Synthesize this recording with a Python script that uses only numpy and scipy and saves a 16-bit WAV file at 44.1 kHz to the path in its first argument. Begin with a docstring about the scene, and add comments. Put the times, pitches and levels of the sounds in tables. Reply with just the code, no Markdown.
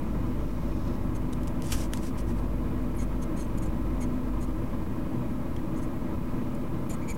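"""A small extractor fan drones over a soldering bench: air roars in its housing, motor and blades hum,
and the unbalanced rotor shakes out a low note that sags. Flux simmers faintly as the joint heats.
The iron's tip sticks and slips on the circuit board in scrapes, squeaks and chirps; small parts tick,
and a hand brushes over the bench and bumps it. One close microphone with a steady hiss."""
import sys
import numpy as np
from scipy import signal
from scipy.fft import rfft, irfft
from scipy.io import wavfile

SR = 44100
rng = np.random.default_rng(int(sys.argv[2]) if len(sys.argv) > 2 else 0)


def log_audio(samples):
    """Write samples as a 16-bit WAV file to the path given in sys.argv[1]."""
    # one column per channel
    frames = np.atleast_2d(samples).T
    # limit to full scale, then quantise
    limited = np.clip(frames, -1, 1)
    pcm = np.round(limited * 32767).astype(np.int16)
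    wavfile.write(sys.argv[1], SR, pcm)


N = 316197
TIME = np.arange(N) / SR
FREQS = np.maximum(np.arange(N // 2 + 1) * SR / N, 1)

# The dark roar of air through the fan. Each row: frequency in Hz, relative level in dB.
AIR_SPECTRUM = [(15, -7.5), (60, -0.5), (130, -2), (260, 2.18), (285, -3.5), (346, -3.5), (372, -12.5),
                (645, -13.5), (700, -21.5), (1130, -22), (1480, -29), (2400, -34), (3500, -39),
                (9000, -56.5)]
# Resonances of room, housing and duct. Each row: centre in Hz, width in Hz, lift in dB.
HOUSING_RESONANCES = [(20.5, 11, 13.5), (77.8, 9, 5), (96.2, 7, 4.5), (121.8, 12.6, 7), (158.3, 6.5, 6),
                      (316.4, 10.6, 6.5), (339.2, 12, 4.5), (461, 35, 4), (578, 29, 5), (854, 124, 3.5),
                      (1013, 196, 7.5), (1201, 13, 6.5), (1252, 14, 7), (1318, 28, 10), (1450, 20, 3.5),
                      (1608, 66, 6.5), (1687, 23, 6), (1840, 12, 7.5), (1920, 24, 10), (2095, 59, 6.5),
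                      (2210, 19, 9.5), (2360, 22, 3), (2363, 34, 5), (2494, 53, 8), (2950, 70, 4)]
# The 250 Hz hum wavers unevenly in loudness amid the air noise. Each row: time in seconds, gain in dB.
HUM_LEVEL = [(0, -3), (.7, 3.5), (1.35, 5.5), (2.6, -1.5), (3.2, 2), (3.48, -14), (4.17, 9.5), (4.55, -7.5),
             (5.4, -0.5), (5.75, -3), (6, 5), (7.17, -4.5)]
# Loudness of the rotor note. Each row: time in seconds, rms level in dB.
ROTOR_LEVEL = [(0, -42), (.1, -34), (.9, -36), (1.45, -34), (1.65, -44), (1.82, -32.5), (2.05, -38),
               (2.38, -30), (2.6, -33.5), (3.85, -33.5), (4.1, -31), (4.22, -42), (4.35, -33), (4.72, -39),
               (5.1, -41.5), (7.17, -46)]

# Swells of simmering flux. Each row: crest in seconds, length in seconds, level in dB, hiss centre in Hz.
FLUX_SWELLS = [(.17, 0.42, -71, 5450), (.55, 0.49, -67, 5750), (0.872, 0.55, -64, 5270)]
# The thin sizzle of flux. 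Each row: frequency in Hz, relative level in dB.
FLUX_SPECTRUM = [(2500, -20), (3700, -1), (4500, -8), (5500, -6), (6500, -7), (9000, -22), (15000, -27)]

# The tip scrapes the board; the brief row at 6.551 s is a faint tick. Each row: middle in seconds, length in
# seconds, level in dB, slip rate in Hz.
TIP_SCRAPES = [(1.16, 0.0313, -52, 2063), (3.016, .07, -50, 2150), (3.231, 0.0324, -48, 2190),
               (3.376, 0.0306, -53, 2143), (3.408, .065, -49.5, 2124), (3.447, .025, -56.5, 2081),
               (3.583, 0.0216, -48.5, 2200), (3.634, .035, -49.5, 2195), (3.661, 0.0342, -54.5, 2248),
               (4.027, 0.056, -48, 2182), (4.43, 0.06, -53, 2170), (5.781, 0.049, -55.5, 2190),
               (5.834, 0.0472, -54.5, 2162), (6.551, 0.0138, -55, 2196), (6.909, .034, -45, 2232),
               (6.936, .044, -49.5, 2237), (7.102, .05, -45.5, 2248), (7.149, 0.0277, -55.5, 2197)]
# The bands of a scrape. 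Each row: multiple of the slip rate, relative level in dB.
SLIP_BANDS = [(1, -1), (1.998, -12), (3.08, 3), (3.9, 0), (5.05, -5.5)]
# Dry grit under a scrape. Each row: frequency in Hz, relative level in dB.
GRIT_SPECTRUM = [(1500, -7), (3000, 0), (4500, -3), (5500, -1), (6500, -3), (7600, 1.5), (9000, -2.5),
                 (12000, -5), (12800, -14), (16000, -30)]
# The board rings under the tip. Each row: centre in Hz, width in Hz, lift in dB.
BOARD_RESONANCES = [(2150, 190, 0), (3190, 110, 10), (4230, 88, 12), (5660, 150, 4), (6440, 230, 4),
                    (7200, 190, 7), (8620, 140, 8), (10100, 240, 12), (11000, 150, 11), (11330, 160, 9),
                    (12150, 160, 11)]

# Small parts and the tool tick. Each row: start in seconds, level in dB, crack t60 in seconds,
# ring pitch in Hz, ring level in dB relative to the tick, ring t60 in seconds.
PART_TICKS = [(1.328, -36, 0.016, 10500, -15, .025), (1.333, -32.5, .02, 3830, -8.5, 0.016),
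              (1.433, -36, 0.022, 2980, -18, .014), (1.474, -35, 0.01, 5000, -23, .01),
              (1.479, -33, 0.02, 5550, -23, .012), (1.622, -25.5, 0.0077, 3100, -21, .006),
              (1.669, -34, 0.016, 8800, 0, .012), (1.7195, -28, 0.02, 8400, -6, 0.017),
              (1.805, -34, .008, 5800, -8, .008), (1.9358, -16.5, 0.002, 2000, -3, 0.0024),
              (1.9361, -23, 0.005, 3170, -2, 0.002), (1.969, -38, .007, 8000, -14, .007),
              (1.974, -28.5, 0.0071, 7900, -11, 0.0064), (5.5635, -38.5, .01, 2100, -2, .014),
              (5.5656, -43, 0.017, 3250, 0.5, 0.026)]
# The bright edge of a tick. Each row: frequency in Hz, gain in dB.
TICK_EQ = [(400, -20), (1500, -3), (3200, 0.5), (4200, -3), (5300, 1), (7000, 0), (9300, 0), (10600, -3),
           (11700, -3), (14000, -11), (16000, -24)]

# Hand and sleeve brush the bench. Each row: firmest touch in seconds, length in seconds, level in dB.
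HAND_BRUSHES = [(1.643, .05, -51), (1.677, 0.12, -48), (1.714, 0.036, -44), (1.794, 0.13, -44.5),
                (1.93, 0.048, -57), (2.047, 0.1, -48), (2.188, 0.057, -49.5), (2.29, 0.074, -54.5),
                (2.38, 0.052, -58)]
# The rustle of cloth. Each row: frequency in Hz, relative level in dB.
CLOTH_SPECTRUM = [(300, -1), (1000, 5.5), (2000, 3), (3000, 4), (3900, 0.5), (5800, 3.5), (8500, 1.5),
                  (11500, .5), (13500, -4), (16000, -24)]
# The hollow colour of the brushing. Each row: centre in Hz, width in Hz, lift in dB.
CLOTH_RESONANCES = [(1680, 210, 4), (3050, 200, 3.5), (4730, 150, 5), (5650, 400, 4.5), (6100, 200, 2),
                    (7720, 250, 5), (8480, 250, 3), (9400, 280, 5.5)]
# The wrist bumps the bench. Each row: start in seconds, level in dB, pitch in Hz, t60 in seconds.
WRIST_BUMPS = [(1.7263, -21, 75, 0.09), (1.753, -13, 47, 0.05), (1.818, -27, 62, .05)]

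# Thin chirps at the edges of a stroke. Each row: middle in seconds, length in seconds, level in dB,
# pitch in Hz, glide in octaves per second.
TIP_CHIRPS = [(2.952, .016, -60, 8900, 14), (2.972, .02, -51, 11100, -1), (2.983, 0.012, -55, 8600, -13),
              (3.664, .012, -56, 7400, 11), (6.896, 0.0086, -48, 11700, -12),
              (6.899, 0.011, -52, 9500, -11)]
# The tip sings where it sticks. Each row: middle in seconds, length in seconds, level in dB,
# pitch in Hz, glide in octaves per second, third partial in dB relative to the first.
TIP_SQUEAKS = [(2.998, 0.036, -50.5, 2230, 0, 3), (3.395, .03, -56, 2130, -.6, -4),
               (4.028, 0.048, -50, 2200, 0, -4), (6.91, 0.034, -52, 2400, -1, -8),
               (7.033, 0.045, -51.5, 2290, .8, -14), (7.104, 0.061, -43, 2350, -1.8, -4)]

# Microphone hiss. Each row: frequency in Hz, relative level in dB.
HISS_SPECTRUM = [(1000, -3), (12000, 0.5), (15500, 3.5)]


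def undb(db):
    """Decibels to gain."""
    return 10 ** (np.asarray(db) / 20)


def unit(x):
    """Scale to an rms of one."""
    return x / np.sqrt(np.mean(x ** 2))


def colour(x, points, resonances=()):
    """Filter by a smooth spectrum with resonant humps on top."""
    hz, db = np.transpose(points)
    shape = np.interp(np.log(FREQS), np.log(hz), db)
    for centre, width, lift in resonances:
        shape = shape + lift / (1 + (2 * (FREQS - centre) / width) ** 2)
    return irfft(rfft(x) * undb(shape), N)


def noise(points, resonances=()):
    """Coloured noise with an rms of one."""
    return unit(colour(rng.standard_normal(N), points, resonances))


def walk(rate):
    """Random wander up to about rate turns a second, with an rms of one."""
    return unit(irfft(rfft(rng.standard_normal(N)) * np.exp(-(FREQS / rate) ** 2), N))


def tone(hz):
    """A sine on a moving pitch, with an rms of one."""
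    return unit(np.sin(2 * np.pi * np.cumsum(hz) / SR))


def curve(rows):
    """Join (seconds, value) points by straight lines."""
    return np.interp(TIME, *np.transpose(rows))


def decay(t, t60):
    """A tail that falls 60 dB in t60 seconds."""
    return undb(-60 * t / t60)


def swell(s, length, attack_share=.5):
    """A rounded rise to one at time s and a rounded fall."""
    t = (TIME - s) / length
    from_crest = np.maximum(-t / attack_share, t / (1 - attack_share))
    return np.cos(np.pi / 2 * np.clip(from_crest, 0, 1))


def strokes(rows, bend_octaves=0):
    """Pressure envelope and slip rate of short gliding strokes; the rate arches with the pressure."""
    power, weighted_hz = np.zeros((2, N))
    for s, length, db, hz, glide in rows:
        touch = swell(s, length)
        stroke_power = (undb(db) * touch) ** 2
        octaves = glide * np.clip(TIME - s, -length / 2, length / 2) + bend_octaves * (touch - 1)
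        power += stroke_power
        weighted_hz += stroke_power * hz * 2 ** octaves
    return np.sqrt(power), weighted_hz / power


def fan(air_db=-32, motor_hz=250.1, motor_db=-43.5, blade_hz=315.5, blade_db=-50.5):
    """Turbulent air fills the housing's resonances; motor and blades each add a hum."""
    air = noise(AIR_SPECTRUM, HOUSING_RESONANCES) * undb(air_db + .82 * walk(33))
    motor = tone(motor_hz * (1 + .002 * walk(2.1)))
    motor *= undb(motor_db + curve(HUM_LEVEL) + 1.1 * walk(2.9))
    blades = tone(blade_hz * (1 + .001994 * walk(1.56)))
    blades *= undb(blade_db + 2.5 * walk(1.6))
    return air + motor + blades


def rotor(start_hz=50.4, creep_hz_per_s=.359, sag_start_s=3.9, sag_hz_per_s=1.8, second_db=-14):
    """An unbalanced rotor shakes the bench once a turn; its note creeps down, then sags as it slows."""
    hz = start_hz - creep_hz_per_s * TIME - sag_hz_per_s * np.maximum(TIME - sag_start_s, 0)
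    phase = 2 * np.pi * np.cumsum(hz) / SR
    note = unit(np.sin(phase) + undb(second_db) * np.sin(2 * phase))
    return note * undb(curve(ROTOR_LEVEL) + 1.5 * walk(7.7))


def flux(width_hz=490, lift_db=6, spit_db=3):
    """Tiny bubbles burst in a narrow hiss while the iron rests on the joint."""
    simmer = np.zeros(N)
    for s, length, db, hz in FLUX_SWELLS:
        hiss = noise(FLUX_SPECTRUM, [(hz, width_hz, lift_db)])
        simmer += undb(db) * swell(s, length, attack_share=.62) * hiss
    return simmer * undb(spit_db * walk(120))


def scrapes(glide_octaves_per_s=-.5, roughness=.035, smear_hz=220, grit_db=-3, chatter_db=.5):
    """The tip sticks and slips unevenly as it loses speed: gliding bands over grit ring the board."""
    pressure, hz = strokes([(*row, glide_octaves_per_s) for row in TIP_SCRAPES], bend_octaves=.055)
    phase = 2 * np.pi * np.cumsum(hz * (1 + roughness * walk(59.8))) / SR
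    slips = np.zeros(N)
    for k, db in SLIP_BANDS:  # each partial smears into a band that flares on its own
        slips += undb(db) * (walk(smear_hz) * np.sin(k * phase) + walk(smear_hz) * np.cos(k * phase))
    chatter = undb(-chatter_db * walk(71))
    friction = chatter * (unit(slips) + undb(grit_db) * noise(GRIT_SPECTRUM))
    return pressure * unit(colour(friction, [(1, 0)], BOARD_RESONANCES))


def ticks(crack_db=-9, scatter_db=-30, scatter_t60=.22):
    """Each contact snaps, cracks and rings briefly, with a faint scatter off the things on the bench."""
    snaps, cracks, rings = np.zeros((3, N))
    for s, db, crack_t60, hz, ring_db, ring_t60 in PART_TICKS:
        t = TIME[TIME >= s] - s
        start = N - len(t)
        snaps[start] += 2 * undb(db)
        cracks[start:] += undb(db + crack_db) * decay(t, crack_t60)
        cracks[start:] += undb(db + scatter_db) * decay(t, scatter_t60)
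        rings[start:] += undb(db + ring_db) * np.sin(2 * np.pi * hz * t) * decay(t, ring_t60)
    return colour(snaps + cracks * rng.standard_normal(N), TICK_EQ) + rings


def hand(scuff_s=1.7192, hold_s=.0064, scuff_t60=.2, scuff_db=-32.5):
    """Cloth and skin catch on the bench in fine grains and scuff as they break free."""
    brush_power = sum((undb(db) * swell(s, length, attack_share=.34)) ** 2
                      for s, length, db in HAND_BRUSHES)
    since_hold = np.maximum(TIME - scuff_s - hold_s, 0)
    scuff = (TIME >= scuff_s) * undb(scuff_db) * decay(since_hold, scuff_t60)
    grains = rng.standard_normal(N) * undb(walk(900) + walk(110))  # fine grain and slower catches
    rustle = unit(colour(grains, CLOTH_SPECTRUM, CLOTH_RESONANCES))
    return rustle * np.sqrt(brush_power + scuff ** 2)


def wrist():
    """The wrist lands on the bench with dull, quickly damped thuds."""
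    thuds = np.zeros(N)
    for s, db, hz, t60 in WRIST_BUMPS:
        t = np.maximum(TIME - s, 0)
        thuds -= undb(db) * np.sin(2 * np.pi * hz * t) * decay(t, t60)
    return thuds


def chirps(roughness=.045):
    """A light graze of the tip gives a high, gliding chirp."""
    pressure, hz = strokes(TIP_CHIRPS)
    return pressure * tone(hz * (1 + roughness * walk(592)))


def squeaks(roughness=.028, judder_hz=190, judder_depth=.35, second_db=-15):
    """Steadier slipping of the tip gives a thin, arching note that judders."""
    out = np.zeros(N)
    waver = 1 + roughness * walk(297)
    judder = 1 + judder_depth * tone(judder_hz * (1 + .2 * walk(72.5)))
    for *stroke, third_db in TIP_SQUEAKS:
        pressure, hz = strokes([stroke], bend_octaves=.15)
        first, second, third = (tone(k * hz * waver) for k in (1, 2, 3))
        note = first + undb(second_db) * second + undb(third_db) * third
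        out += pressure * unit(judder * note)
    return out


def scene():
    """Everything on the bench, heard from one point."""
    return (fan() + rotor() + flux() + scrapes() + ticks() + hand() + wrist() + chirps() + squeaks())[None]


def record(dry, hiss_db=-59.2, top_hz=15850, dc_offset=-.0228):
    """The microphone adds hiss and a constant offset, and cuts the top."""
    wet = dry + undb(hiss_db) * noise(HISS_SPECTRUM)
    low_pass = signal.ellip(10, .1, 80, top_hz, fs=SR, output="sos")
    return signal.sosfilt(low_pass, wet) + dc_offset


dry = scene()
out = record(dry)
log_audio(out)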